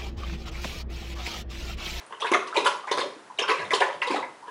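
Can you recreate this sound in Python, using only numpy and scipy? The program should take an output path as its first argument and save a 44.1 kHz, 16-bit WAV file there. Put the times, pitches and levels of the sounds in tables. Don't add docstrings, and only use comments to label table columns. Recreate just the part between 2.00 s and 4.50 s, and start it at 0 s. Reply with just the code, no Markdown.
import sys
import numpy as np
from scipy import signal
from scipy.fft import rfft, irfft
from scipy.io import wavfile
from scipy.ndimage import uniform_filter1d

SR = 44100
rng = np.random.default_rng(int(sys.argv[2]) if len(sys.argv) > 2 else 0)


def gain_from_decibels(decibels):
    exponent = np.asarray(decibels, float) / 20
    return 10 ** exponent


def store_pcm(level_fs):
    pcm = np.round(np.clip(level_fs, -1, 1) * 32767).astype(np.int16)
    wavfile.write(sys.argv[1], SR, np.atleast_2d(pcm).T)


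N = 110250

# start_s, level_db (peak), pitch_hz, ring_cycles
GULPS = [(0.221, -27.5, 443, 16.4), (0.246, -26, 456, 7.7), (0.315, -10, 372, 4.7), (0.342, -20, 390, 3.9),
         (0.364, -36, 393, 4.5), (0.415, -42, 392, 3.3), (0.566, -23, 439, 3), (0.574, -11.5, 413, 6.3),
         (0.598, -18, 420, 5.1), (0.628, -21.5, 390, 3), (0.648, -22.5, 427, 5.1),
         (0.9135, -13.5, 457, 4.9), (0.94, -23, 560, 5.2), (0.976, -16, 443, 2.5), (0.99, -15, 450, 3),
         (1.03, -23.5, 570, 13.3), (1.057, -23, 400, 3.9), (1.163, -35, 307, 4.5), (1.392, -22, 406, 6.1),
         (1.418, -17.5, 474, 3.7), (1.488, -18, 422.4, 10.7), (1.599, -21.5, 650, 2.7),
         (1.733, -11.5, 425, 5.4), (1.807, -14.5, 726, 9.1), (1.829, -20.5, 539, 11),
         (1.89, -24.5, 572, 19), (2.072, -21, 483, 6.8), (2.103, -15, 366, 4.4), (2.134, -19, 418, 4.4),
         (2.143, -13, 743, 6.4), (2.16, -23.5, 833, 12), (2.185, -24, 530, 5.6), (2.232, -30, 530, 5.8),
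         (2.481, -35.5, 434, 3.4)]
# start_s, level_db (peak), pitch_hz, ring_cycles
TONGUE_SLAPS = [(0.107, -37, 953, 12), (0.124, -27, 1026, 7.8), (0.223, -19, 1085, 9.5),
                (0.245, -14.5, 955, 4.2), (0.324, -12, 1065, 9.2), (0.345, -10.5, 1170, 9.5),
                (0.423, -26, 1186, 13), (0.474, -29.5, 1130, 15), (0.527, -20.5, 1300, 6.1),
                (0.556, -17.5, 938, 8), (0.565, -27, 926, 8), (0.575, -14.5, 953, 7.2),
                (0.603, -23, 1070, 7.4), (0.658, -10.5, 990, 7.4), (0.671, -12, 1058, 8.3),
                (0.69, -33, 1130, 13), (0.84, -25, 1140, 8.8), (0.8725, -27, 1001, 14),
                (0.915, -16.5, 987, 7.2), (0.938, -24.5, 1023, 18), (0.977, -23.5, 1110, 17.5),
                (1.015, -16, 1042, 5.5), (1.3, -33, 975, 11), (1.418, -23, 1073, 7.6),
                (1.438, -16, 1065, 5.4), (1.478, -24.5, 1130, 12), (1.498, -16, 1090, 4.9),
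                (1.515, -17.5, 1135, 16), (1.719, -18.5, 1073, 14), (1.734, -13, 1056, 7.3),
                (1.758, -23, 1100, 7.8), (1.811, -16, 949, 17.7), (1.851, -21.5, 990, 12),
                (1.893, -25, 1016, 6.2), (2.021, -22, 1013, 7.8), (2.048, -26, 968, 24),
                (2.068, -24, 1008, 18), (2.105, -18.5, 963, 11.5), (2.18, -27.5, 1094, 19),
                (2.226, -26, 928, 14.7), (2.424, -35, 961, 25), (2.479, -40, 953, 13)]
# start_s, level_db (peak), pitch_hz, ring_cycles
SMACKS = [(0.1241, -34, 1600, 7.8), (0.2189, -17, 3250, 13), (0.2463, -21.5, 1650, 15.4),
          (0.2703, -22, 2530, 15), (0.3356, -8.5, 2110, 12.4), (0.346, -35, 1910, 17),
          (0.4673, -40, 3170, 14), (0.4808, -36.5, 2850, 27), (0.5651, -18, 2320, 26),
          (0.5716, -15, 3710, 14.3), (0.6634, -15, 3070, 11), (0.6704, -18, 3026, 21),
          (0.8759, -25.5, 1624, 8.8), (0.8889, -28, 1990, 30), (0.9158, -18.5, 3550, 21),
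          (0.9762, -29, 1650, 36), (1.0095, -19, 3580, 18), (1.3877, -12.5, 2920, 20),
          (1.3947, -12.5, 3010, 13), (1.422, -20.5, 2780, 22), (1.435, -28, 1580, 39),
          (1.487, -19, 1560, 17), (1.4955, -16, 2366, 12.5), (1.707, -11.5, 2000, 9.2),
          (1.7344, -17, 3616, 18), (1.8148, -16, 1714, 28), (2.0213, -12, 1990, 8.8),
          (2.035, -29, 1934, 24), (2.0727, -22, 3890, 20), (2.14, -22, 2230, 10), (2.2268, -25, 2026, 17)]
# start_s, level_db (peak),
# pitch_hz, ring_cycles
FURTHER_POPS = [(0.065, -39, 9350, 25), (.1245, -34, 3100, 14), (.1486, -34, 3050, 14), (.205, -31.5, 5800, 22),
                (.345, -26.5, 6160, 56), (.664, -6.5, 1350, 5), (.915, -27, 6190, 40), (.925, -23, 4280, 32),
                (1.376, -37, 3740, 20.), (1.421, -25, 5370, 64), (1.505, -30, 5750, 22), (1.515, -17, 2624, 28),
                (1.545, -25, 2357, 38), (1.929, -32.5, 3030, 18), (2.018, -12.5, 2760, 12.4),
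                (2.115, -20.5, 287, 4.8), (2.168, -24, 3720, 12), (2.486, -43, 2920, 10)]
# start_s, level_db (peak), length_s, depth_db (extra for low grains), rise (share of length)
SPRAYS = [(0.106, -59.5, 0.01, 9, .2), (0.123, -51.5, 0.0088, 6.5, 0.088), (0.198, -32, 0.031, -6, 0.5),
          (0.255, -30.5, 0.019, -2, 0.78), (0.3148, -28.5, 0.011, -0.5, 0.1),
          (0.335, -29, 0.012, -0.5, 0.34), (0.472, -35.5, 0.0081, -9, 0.24),
          (0.54, -33.5, 0.018, 3.5, 1.14), (0.563, -18, 0.012, -6.5, 0.69),
          (0.6425, -24, 0.018, -2.5, 0.43), (0.662, -26.5, 0.0085, -4, 0.14), (0.87, -41, 0.022, 1, 0.29),
          (0.912, -22.5, 0.0073, -3, 0.35), (0.968, -25, 0.021, -4, 0.6), (1.003, -35, 0.0068, -5.5, 0.34),
          (1.3855, -26.5, 0.018, -7.5, 0.17), (1.4776, -23.5, 0.031, 2, 0.75),
          (1.563, -37.5, 0.067, 4.5, 1.05), (1.704, -33.5, 0.027, -3.5, 0.16),
          (1.73, -20.5, 0.021, -14.5, 0.54), (1.8013, -22, 0.014, 5, 0.92), (2.0125, -39, 0.031, 1, 0.23),
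          (2.066, -33, 0.014, -18, 0.32), (2.0965, -30, 0.031, 0.5, 0.71), (2.154, -34, 0.013, 2, 0.58),
          (2.473, -53.5, 0.016, 10.5, 0.33)]
# pitch_hz, level_db (per Hz)
CRACKLE_SPECTRUM = [(88, -29), (150, -34), (336, -10), (1040, -7), (2330, -9.5), (2990, -10.5),
                    (10900, -30.5), (14100, -65), (22000, -120)]
# pitch_hz, width_hz, level_db
BOWL_RINGS = [(434, 118, -2.5), (553, 60, -2), (990, 31, 6), (1029, 49, -6.5), (1650, 34, -1.5),
              (1990, 26, -2.5), (2540, 980, -33)]
# start_s, level_db, length_s
SHOVES = [
    (0.94, -58, 0.033),
    (1.565, -46.5, .14),
    (1.93, -56, 0.073),
    (2.165, -59.5, 0.11),
]
# delay_s, level_db
ECHOES = [(.0058, -10.5), (.0095, -8.5), (.021, -21)]
# pitch_hz, fade_s
ROOM_FADE = [(150, 0.5), (1040, 0.42), (7280, 0.3)]
# pitch_hz, level_db
HUSH_SPECTRUM = [(15, -50), (25, -21), (144, -10), (343, -5.5), (773, -2.5), (1420, -5), (1660, -5),
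                 (2250, -13.5), (10900, -23.5), (14100, -52), (22000, -120)]

GULP_GLIDE, SLAP_GLIDE, SMACK_GLIDE = 0.089, 0.13, 0.017
GULP_DB, SLAP_DB, SMACK_DB, SPRAY_DB = -6.5, -3.5, -5, -5
SWELL, UNSTEADY = 0.2, 0.036
TWIN_S = 0.0096
SLOSH_DB, SLOSH_S = -20, 0.072
CRACKLES_PER_S, CRACKLE_SPREAD_DB = 150, 4.5
GRAIN_CYCLES, DEEP_HZ = 7.07, 2490
BOWL_DB, ROOM_DB, HUSH_DB = -4.5, -4, -52
MAT_HZ, MAT_WIDTH_HZ = 138, 77
EARLIER_DB = -45


def pops(table, glide, gain_db, twin_db):
    out, t = np.zeros(N), np.arange(4096) / SR
    shake = uniform_filter1d(rng.standard_normal((len(table), 4096)), 60, axis=1) * 8
    chance = rng.random((len(table), 2))
    for (start_s, db, pitch_hz, cycles), jitter, (a, b) in zip(table, shake, chance):
        # (delay, pitch ratio, dB)
        pockets = (0, 1, 0), (a, 1.05 + b * 0.15, twin_db), (b, 0.92 - a / 10, twin_db)
        for late, ratio, less_db in pockets:
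            hz = pitch_hz * ratio
            u = t * hz / max(cycles, 1)
            bend = 1 + glide * (np.minimum(u, 1.5) - 0.4) + UNSTEADY * jitter
            turns = np.cumsum(hz * bend) / SR
            envelope = (1 - np.exp(-u / SWELL)) * np.exp(-2 * u ** 1.75)
            ring = envelope * np.sin(2 * np.pi * turns)
            level = gain_from_decibels(db + gain_db + less_db)
            add(out, start_s + late * TWIN_S, level * ring / abs(ring).max())
    return out


def crackle():
    bright, deep, t = np.zeros(N), np.zeros(N), np.arange(SR // 2) / SR
    for start_s, db, length_s, depth_db, rise in SPRAYS:
        u = t / max(length_s, 0.002)
        fade = np.exp(-u ** 1.48) + gain_from_decibels(SLOSH_DB) * np.exp(-t / SLOSH_S)
        shape = (1 - np.exp(-u / max(rise, 0.02))) * fade
        add(bright, start_s, gain_from_decibels(db + SPRAY_DB) * shape)
        add(deep, start_s, gain_from_decibels(db + SPRAY_DB + depth_db) * shape)
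    out = np.zeros(N)
    for hz in np.geomspace(250, 10800, num=40):
        size_db = CRACKLE_SPREAD_DB * np.minimum(rng.exponential(1, N), 3)
        size = gain_from_decibels(size_db) * rng.standard_normal(N)
        chance = CRACKLES_PER_S * (hz / DEEP_HZ) ** 0.8 / SR
        bursts = size * (rng.random(N) < chance)
        u = t[:1024] * hz / GRAIN_CYCLES
        grain = u * np.exp(-2 * u) * np.sin(2 * np.pi * GRAIN_CYCLES * (u + 0.06 * u ** 2))
        grains = evened(signal.oaconvolve(bursts, grain)[:N])
        deep_share = 1 / (1 + (hz / DEEP_HZ) ** 4)
        level_db = read(CRACKLE_SPECTRUM, hz) - read(CRACKLE_SPECTRUM, 7290.0)
        level = gain_from_decibels(level_db) * np.sqrt(hz / 9300.0) * 0.21
        out += level * grains * (deep_share * deep + (1 - deep_share) * bright)
    return out


def bowl(x):
    rings = sum(gain_from_decibels(db) * resonate(x, hz, width_hz) for hz, width_hz, db in BOWL_RINGS)
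    return x + gain_from_decibels(BOWL_DB) * 4 * rings


def shoves():
    push = np.zeros(N)
    for start_s, db, length_s in SHOVES:
        add(push, start_s, gain_from_decibels(db) * np.hanning(round(length_s * SR)))
    rub = resonate(rng.standard_normal(N), MAT_HZ, MAT_WIDTH_HZ)
    rub = resonate(rub, MAT_HZ, 2 * MAT_WIDTH_HZ)
    return push * evened(rub)


def room(x):
    turns_per_s = 9
    angles = 2 * np.pi * (np.arange(N) / SR * turns_per_s + np.arange(3)[:, None] / 3)
    return x + sum(signal.fftconvolve(x * np.sqrt(2 / 3) * np.cos(a), tail())[:N] for a in angles)


def tail():
    taps = np.zeros(SR)
    at = np.arange(200, SR - 20, 20)
    taps[at + rng.integers(0, 20, len(at))] = rng.choice([-1.0, 1.0], len(at))
    hz, t, z = signal.stft(taps, SR, nperseg=256)
    fade = gain_from_decibels(-60 * t / read(ROOM_FADE, hz)[:, None])
    out = signal.istft(z * fade, SR, nperseg=256)[1]
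    out = gain_from_decibels(ROOM_DB) * out / np.linalg.norm(out)
    for k, (delay_s, db) in enumerate(ECHOES):
        out[round(delay_s * SR * rng.uniform(0.9, 1.1))] += (-1) ** k * gain_from_decibels(db)
    return out


def hush():
    air = gain_from_decibels(HUSH_DB) * evened(coloured(rng.standard_normal(N), HUSH_SPECTRUM))
    last_bite = evened(bowl(coloured(rng.standard_normal(N), CRACKLE_SPECTRUM)))
    return air + last_bite * gain_from_decibels(EARLIER_DB - 180.0 * np.arange(N) / SR)


def add(mix, start_s, sound):
    part = mix[round(start_s * SR):][:len(sound)]
    part += sound[:len(part)]


def evened(x):
    return x / np.sqrt(np.mean(x ** 2) + 1e-20)


def read(points, hz):
    f, value = np.transpose(points)
    return np.interp(np.log(hz + 1), np.log(f + 1), value)


def coloured(x, spectrum):
    level = gain_from_decibels(read(spectrum, np.fft.rfftfreq(len(x), 1 / SR)))
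    return irfft(rfft(x) * level, len(x))


def resonate(x, hz, width_hz):
    r = np.exp(-np.pi * width_hz / SR)
    return signal.lfilter([1 - r, 0, r - 1], [1, -2 * r * np.cos(2 * np.pi * hz / SR), r * r], x)


def scene():
    mouth = pops(GULPS, GULP_GLIDE, GULP_DB, twin_db=-15.5)
    mouth += pops(TONGUE_SLAPS, SLAP_GLIDE, SLAP_DB, twin_db=-10)
    lips = pops(SMACKS, SMACK_GLIDE, SMACK_DB, twin_db=-6.5)
    lips += pops(FURTHER_POPS, SMACK_GLIDE / 2, SMACK_DB, twin_db=-17.5)
    return (room(mouth + lips + bowl(crackle()) + shoves()) + hush())[None]


def roll_off(x):
    return signal.sosfilt(signal.butter(12, 13700, fs=SR, output="sos"), x)


def record(dry):
    thin = signal.sosfilt(signal.butter(2, 110.0, "high", fs=SR, output="sos"), dry)
    edge = signal.firwin(511, 11000, window=("kaiser", 9), fs=SR)
    slot = signal.firwin(511, (13000, 13600), window=("kaiser", 9), pass_zero=False, fs=SR)
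    mirrored = thin * (-1.0) ** np.arange(N)
    image = gain_from_decibels(-33) * signal.oaconvolve(mirrored, slot[None], "same")
    mix = signal.oaconvolve(thin, edge[None], "same") + image
    return roll_off(mix)


dry = scene()
out = record(dry)
store_pcm(out)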